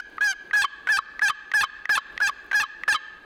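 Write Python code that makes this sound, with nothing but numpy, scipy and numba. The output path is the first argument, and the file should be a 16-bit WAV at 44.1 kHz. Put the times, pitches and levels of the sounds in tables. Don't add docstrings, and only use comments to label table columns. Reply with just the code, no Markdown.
import sys
import numpy as np
from scipy import signal
from scipy.fft import rfft, irfft
from scipy.io import wavfile
from scipy.ndimage import uniform_filter1d, minimum_filter1d
from numba import njit

SR = 44100
rng = np.random.default_rng(int(sys.argv[2]) if len(sys.argv) > 2 else 0)


def boost_factor(decibels):
    exponent = np.asarray(decibels, float) / 20
    return 10 ** exponent


def persist_wave(psi):
    counts = np.round(np.clip(psi, -1, 1) * 32767).astype(np.int16)
    wavfile.write(sys.argv[1], SR, np.atleast_2d(counts).T)


N = 143325
LEAD = 3 * SR // 4
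M = N + LEAD
T = (np.arange(M) - LEAD) / SR

# freq_hz, level_db
BREEZE_COLOUR = [(25, 0), (50, 3), (90, -13), (350, -1), (700, -8.5), (4300, -20.5), (5500, -34.5),
                 (15000, -41)]
ECHO_COLOUR = [(300, 2.5), (1080, -8.5), (1700, -0.5), (4300, -2), (5200, -13), (7500, -9), (10000, -39.5)]
EARLIER_STROKES = [-.13, -.45]
# start_s, peak_db
CREAKS = [(0.0997, -58), (0.171, -61), (0.4763, -65), (2.1246, -60), (2.4446, -55), (2.4638, -59)]
# start_s, peak_db, hollow_mode_db, bright_edge_db, rebound_share
LID_KNOCKS = [(0.1812, -19.5, 17, -18, 0.12), (0.5101, -20, -1, -18, 0.76), (0.8709, -18, -11, -16, 0.27),
              (1.1935, -16.5, -1.5, -3, 0.28), (1.516, -16.5, -6, -2.5, 1),
              (1.8548, -15.5, -17, -4.5, 0.14), (2.177, -15.5, -12, -2.5, .15),
              (2.513, -16, -14.5, -8, 0.33), (2.835, -16, 0, -5.5, 0.13)]
# freq_hz, level_db, t60_s
LID_MODES = [(1730, -16, .03), (1918, 9, 0.016), (2535, -14.5, 0.035), (3160, -14.5, 0.017),
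             (5850, -56, .004), (11100, -18, 0.0038)]
BOX_MODES = [(1080, 7.5, 0.037), (1234, 5, 0.02), (1700, -36, .04), (2172, -16.5, 0.04), (3091, -7, 0.046),
             (3921, -21.5, 0.06), (4730, -26.5, 0.03)]

# grip_s, highest_s, step_down_s, break_s, let_go_s
STROKE_TIMES = [(.2095, .224, .274, .318, .335), (.534, .543, .588, .619, .640),
                (.8888, .904, .930, .971, .984), (1.2193, 1.231, 1.252, 1.283, 1.298),
                (1.5388, 1.553, 1.575, 1.609, 1.635), (1.8943, 1.914, 1.925, 1.954, 1.977),
                (2.2142, 2.224, 2.238, 2.273, 2.291), (2.543, 2.553, 2.568, 2.600, 2.633),
                (2.8808, 2.890, 2.903, 2.926, 2.944)]
# grip_hz, highest_hz, before_break_hz, after_break_hz, level_db
STROKE_PITCH = [(1550.4, 1672, 1550, 1530, -20), (1564.5, 1680, 1590, 1790, -18),
                (1561.4, 1740, 1550, 1760, -18.5), (1593.5, 1712, 1570, 1795, -17.5),
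                (1549.5, 1730, 1598, 1810, -17.5), (1609, 1725, 1575, 1810, -18.5),
                (1614, 1692, 1578, 1780, -18.5), (1653, 1712, 1620, 1830, -17.5),
                (1590, 1760, 1585, 1815, -17)]
# grip_db, break_db
STROKE_SCRAPE = [(-22, -29), (-17, -14), (-12.5, -29), (-16, -20), (-13.5, -6.5), (-6, -19), (-16.5, -26),
                 (-25, -11), (-6.5, -11.5)]
EDGE_CURVE = [-4, -2.5, 2.5, -4.5, 3, -2, 2, -5.5]
# start_s, end_s, pitch_hz; then start level_db and fade_db
CATCH_TIMES = [
    (.873, .885, 1520),
    (2.204, 2.211, 1500),
    (2.517, 2.5215, 1640),
    (2.531, 2.540, 1610),
    (-.04, .005, 1560),
    (1.2145, 1.216, 1600),
]
CATCH_LEVEL = [-23.5, -21, -24, -20, -23.5, -33]
CATCH_FADE = [-8.5, -7, -1, -7, -4.5, -3.5]

GRIP_PARTIALS = [-28.5, 0.5, -19, -30.5, -27.5, -48.5, -34, -36, -62, -42]
HIGH_PARTIALS = [-21, 0, -27.5, -34, -32.5, -19.5, -27, -37, -44, -32]
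LOW_PARTIALS = [-21.5, -1, -18, -23, -22, -18.5, -22, -23.5, -31.5, -30]
BROKEN_PARTIALS = [-11.5, 0, -5, -11.5, -11, -23.5, -20, -28, -22.5, -21]
# upper partials flutter_db, then pitch share
STAGE_FLUTTER = [3.8, 1.9, 1.1, 4.7]
STAGE_JITTER = [0.0056, 0.0048, 0.002, 0.0046]
# freq_hz, width_hz, lift_db
WALL_MODES = [(3067, 98, 10.5), (5150, 250, 2.5), (6296, 130, 5)]
# colour (freq_hz, level_db), then four stages (level_db)
SCRAPE_COLOUR = [(300, -17.5), (600, -7), (900, -2.5), (1300, 4), (2500, -4.5), (5000, -18.5), (9000, -28),
                 (15000, -35)]
SCRAPE_STAGES = [-22, -27, -35.5, -16.5]
CHALK_COLOUR = [(2500, -20), (4500, -3.5), (9000, -6.5), (15000, -9.5)]
CHALK_STAGES = [-27.5, -27, -29, -29]
HAND_COLOUR = [(25, 0.5), (150, -5.5), (400, -6.5), (700, -30)]
HAND_STAGES = [-38.5, -37, -37.5, -23.5]

# start_s, loudest_s, last_s; then level_db, upper_modes_db
CHATTER_TIMES = [(.328, .336, .340), (.634, .648, .653), (.979, .989, .991), (1.294, 1.301, 1.307),
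                 (1.626, 1.640, 1.648), (1.966, 1.979, 1.988), (2.285, 2.296, 2.298), (2.620, 2.638, 2.641),
                 (2.941, 2.948, 2.962)]
CHATTER_LEVELS = [(-47, -6), (-18, -4), (-18.5, -7), (-15, -3.5), (-18, -2.5), (-20, -2.5), (-22, -4),
                  (-23.5, -1.5), (-18.5, 2)]
# start_s, level_db
LAST_SLAPS = [(0.6457, -15.5), (0.988, -14.5), (1.2997, -14), (1.311, -22), (1.640, -16.5), (1.979, -15.5),
              (2.2947, -17.5), (2.6385, -21.5), (2.956, -18)]

ATTACK_S, RELEASE_S = 0.00416, 0.003876
CONTACT = np.hanning(7)
DUCK_TOP_DB = -32


def walk(rate):
    hold = int(SR / rate)
    steps = np.repeat(rng.standard_normal(M // hold + 1), hold)
    return 1.3 * uniform_filter1d(uniform_filter1d(steps, hold), hold)[:M]


def noise(colour, size=M):
    points = np.array(colour)
    hz = np.maximum(np.arange(size // 2 + 1) * SR / size, 1)
    tilt = boost_factor(np.interp(np.log(hz), np.log(points[:, 0]), points[:, 1])) * (hz > 15)
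    x = irfft(rfft(rng.standard_normal(size)) * tilt, size)
    return x / x.std()


def ring(x, modes):
    out = 0
    for hz, db, t60 in modes:
        pole = np.exp(2j * np.pi * hz / SR - np.log(1000) / (t60 * SR))
        out = out + boost_factor(db) * signal.lfilter([1], [1, -pole], x).imag
    return out


@njit
def follow(x, keep):
    e, y = 0., np.empty(len(x))
    for i in range(len(x)):
        e = max(abs(x[i]), e * keep)
        y[i] = e
    return y


def excess_gain(x, top_db, slope, release_s):
    loud = follow(x, np.exp(-1 / (release_s * SR)))
    return (boost_factor(top_db) / np.maximum(loud, boost_factor(top_db))) ** slope


def breeze(call):
    gusts_db = 3 * walk(7)
    air = noise(BREEZE_COLOUR) * boost_factor(-54 + gusts_db)
    return uniform_filter1d(excess_gain(call, DUCK_TOP_DB, 0.56, 0.079), 60) * air


def trunk_echo(call):
    sent = call * (T > 0)
    first_stroke = call * (T > .19) * (T < .36)
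    for s in EARLIER_STROKES:
        sent = sent + boost_factor(-3.5) * np.roll(first_stroke, int((s - .21) * SR))
    t = np.arange(SR) / SR
    t60_s, rise_s = 1.2, 0.024
    clumps_db = 1.5 * walk(60)[:SR]
    trunks = noise(ECHO_COLOUR, SR) * boost_factor(-60 * t / t60_s + clumps_db) * (1 - np.exp(-t / rise_s))
    dull = signal.sosfilt(signal.butter(2, 2520, fs=SR, output="sos"), trunks)
    trunks = dull + (trunks - dull) * boost_factor(-20 * t)
    echo = signal.fftconvolve(sent, trunks / np.sqrt(np.sum(trunks ** 2)))[:M] * boost_factor(-22.5)
    return uniform_filter1d(excess_gain(call, DUCK_TOP_DB, 0.35, 0.048), 60) * echo


def creaks():
    out = np.zeros(M)
    for s, db in CREAKS:
        i = int(s * SR) + LEAD
        out[i:i + 200] += boost_factor(db) * np.diff(rng.standard_normal(201)) * np.exp(-np.arange(200) / 60.)
    return out


def knocks():
    out, n = np.zeros(M), 2000
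    split_hz, ring_s, stop_db = 2800, .005, -6
    low = signal.butter(3, split_hz, fs=SR, output="sos")
    high = signal.butter(3, split_hz, "high", fs=SR, output="sos")
    stop = boost_factor(stop_db * np.clip((np.arange(n) / SR - ring_s) / 0.00027, 0, 1))
    for s, db, hollow_db, edge_db, rebound in LID_KNOCKS:
        hit = np.zeros(n)
        hit[[0, 62, 74, 240]] = 0.12, -0.28, 0.97, rebound
        hit[55:85] += .1 * rng.standard_normal(30)
        hollow = (1250, hollow_db, .05)  # Hz, dB, t60 s
        wood = stop * np.diff(ring(np.convolve(hit, CONTACT)[:n], LID_MODES + [hollow]), prepend=0)
        knock = signal.sosfilt(low, wood) + boost_factor(edge_db) * signal.sosfilt(high, wood)
        i = int(s * SR) + LEAD - 44
        out[i:i + n] += boost_factor(db) * knock / abs(knock).max()
    return out


def strokes():
    step_s, step_share, break_s = .008, .62, .0015
    fall_hz_per_s, floor_hz = 9500, 1650
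    step_db, break_db, end_db = -0.5, -4.5, -16
    for times, pitch, (grip_db, crack_db) in zip(STROKE_TIMES, STROKE_PITCH, STROKE_SCRAPE):
        a, top, step, brk, end = times
        grip, high, low, jump, db = pitch
        weak = jump < high
        held = high + 0.5 * (1668 - high)
        down = step + step_s / 2
        fall = max(jump - fall_hz_per_s * (end - brk), min(floor_hz, jump - 90))
        flat = min(brk + break_s + (jump - fall) / fall_hz_per_s, end - .001)
        flat_db = break_db + (end_db - break_db) * ((flat - brk) / (end - brk)) ** 2
        bright = min(a + 0.033, step - .012) if step - a > .04 else a + 0.0041
        rows = np.array([
            (a, grip, db - 1, 0),
            (top, high, db, 0),
            (step - step_s / 2, held, db - .6, 1),
            (down, held + step_share * (low - held), db + step_db, 2),
            (brk - .001, low, db + step_db - 100 * (brk - down), 2),
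            (brk + break_s, jump, db + break_db - 6 * weak, 3 if jump > high else 2),
            (flat, fall, db + flat_db - 9 * weak, 3),
            (end, fall, db + end_db - 7 * weak, 3)])
        rows = np.column_stack([rows, EDGE_CURVE])
        early = rows[0] + np.array([.4, .75, .6, 0, .4]) * (rows[1] - rows[0])
        yield bright, np.insert(rows, 1, early, axis=0), (grip_db, brk, crack_db)
    for (a, b, hz), db, fade_db in zip(CATCH_TIMES, CATCH_LEVEL, CATCH_FADE):
        stage = 2 * (a < 0)
        rows = np.array([(a, hz, db, stage, 0), (b, hz * .95, db + fade_db, stage, -6)])
        yield b, rows, (-11, b, -40)


def stroke_controls():
    hz = np.full(M, 1600.)
    gain, stage, burst, scrape, edge_db = np.zeros((5, M))
    for bright, rows, (grip_db, brk, crack_db) in strokes():
        s, row_hz, row_db, row_stage, row_edge = rows.T
        a, b = s[0], s[-1]
        on = (T > a - ATTACK_S) & (T < b + RELEASE_S)
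        on &= gain < boost_factor(row_db[-1] - 6)
        t = T[on]
        hz[on] = np.interp(t, s, row_hz)
        fade = np.clip(np.minimum((t - a) / ATTACK_S, (b - t) / RELEASE_S) + 1, 0, 1) ** 2
        gain[on] = boost_factor(np.interp(t, s, row_db)) * fade
        late = np.interp(t, s, row_stage)
        stage[on] = np.where(late > 1, late, np.clip((t - bright) / 0.0032, 0, 1))
        burst[on] = np.exp(-np.maximum(t - a, 0) / 0.0073)
        crack = (t > brk - .002) * np.exp(-np.abs(t - brk) / 0.0057)
        scrape[on] = boost_factor(grip_db) * burst[on] + boost_factor(crack_db) * crack
        edge_db[on] = np.interp(t, s, row_edge)
    return hz, gain, stage, burst, scrape, edge_db


def sing():
    hz, gain, stage, burst, scrape, edge_db = stroke_controls()
    on = gain > 0
    jitter = 0.00178 * walk(150) + np.interp(stage, range(4), STAGE_JITTER) * walk(900)
    phase = (np.pi * np.cumsum(hz * (1 + jitter)) / SR)[on]

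    def at(levels):
        return np.interp(stage[on], range(4), levels)

    colours = np.array([GRIP_PARTIALS, HIGH_PARTIALS, LOW_PARTIALS, BROKEN_PARTIALS])
    out, slow, fast = np.zeros(M), walk(44.97), walk(700)
    for k in range(1, 20):
        partial_hz = k * hz[on] / 2
        db = at(colours[:, min(k, 10) - 1]) - 2.5 * max(k - 10, 0) + (k > 4) * edge_db[on]
        for mode_hz, width_hz, lift_db in WALL_MODES:
            db = db + lift_db / (1 + ((partial_hz - mode_hz) / width_hz) ** 2)
        wander = (k != 2) * min(0.53 + 0.33 * k, 5) * np.roll(slow, 9001 * k)[on]
        flutter = (k > 3) * at(STAGE_FLUTTER) * np.roll(fast, 9001 * k)[on]
        tone = np.sin(k * phase + rng.uniform(0, 6.64)) * (partial_hz < 16000)
        out[on] -= np.sqrt(2) * boost_factor(db + wander + flutter) * tone
    rasp = (boost_factor(2 * walk(250)) * noise(SCRAPE_COLOUR))[on]
    chalk = (boost_factor(2 * walk(600)) * noise(CHALK_COLOUR))[on]
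    out[on] += (boost_factor(at(SCRAPE_STAGES)) + scrape[on]) * rasp
    out[on] += boost_factor(at(CHALK_STAGES)) * (1 - 1.2 * burst[on]) * chalk
    out[on] += boost_factor(at(HAND_STAGES)) * noise(HAND_COLOUR)[on]
    return gain * out


def chatter():
    body, upper, dry = np.zeros((3, M))
    for (a, peak, b), (db, up_db) in zip(CHATTER_TIMES, CHATTER_LEVELS):
        points = [a, peak - .004, peak, peak + 0.0016, b, b + 0.0016]
        for env, level_db, last in ((body, db - 2, 0.22), (upper, db + up_db, 0.69), (dry, db, 0.28)):
            env += boost_factor(level_db) * np.interp(T, points, [0, 0.61, 1, 0.7, last, 0])
    hz = np.interp(T, np.array(CHATTER_TIMES).ravel(), [1069, 1233, 1093] * len(CHATTER_TIMES))
    cycles = np.cumsum(hz * (1 + 0.053 * walk(350)) / SR)
    slips = np.diff(np.floor(cycles), prepend=0) * boost_factor(2.25 * walk(300))
    grit = 0.12 * rng.standard_normal(M)

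    def struck(x, modes):
        return ring(np.convolve(x, CONTACT, "same") * 0.52, modes)

    walls = struck(slips * body, BOX_MODES[:2]) + struck((slips + grit) * upper, BOX_MODES[2:])
    rub = boost_factor(-13.5 + 4.9 * walk(400)) * noise(SCRAPE_COLOUR)
    rub = rub + boost_factor(-34) * noise(CHALK_COLOUR) + boost_factor(-29) * noise(HAND_COLOUR)
    return np.diff(walls, prepend=0) + dry * rub


def slaps():
    out, t = np.zeros(M), np.arange(3000) / SR
    t60_s, rise_s = 0.048, 0.0011
    note = np.sin(2 * np.pi * np.cumsum(1085.3 + 170 * np.exp(-t / .006)) / SR)
    for s, db in LAST_SLAPS:
        i = int(s * SR) + LEAD
        out[i:i + len(t)] += boost_factor(db - 60 * t / t60_s) * (1 - np.exp(-t / rise_s)) * note
    return out


def scene():
    call = creaks() + knocks() + sing() + chatter() + slaps()
    return (call + trunk_echo(call) + breeze(call))[None, LEAD:]


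def band_limit(x):
    return signal.sosfilt(signal.butter(12, 15810, fs=SR, output="sos"), x)


def record(dry):
    gain = excess_gain(dry[0], -14, 0.37, 0.0017)
    held = dry * uniform_filter1d(minimum_filter1d(gain, size=41), size=41)
    top_cut = signal.ellip(8, .2, 60, 15800, fs=SR, output="sos")
    return band_limit(signal.sosfilt(top_cut, held))


dry = scene()
out = record(dry)
persist_wave(out)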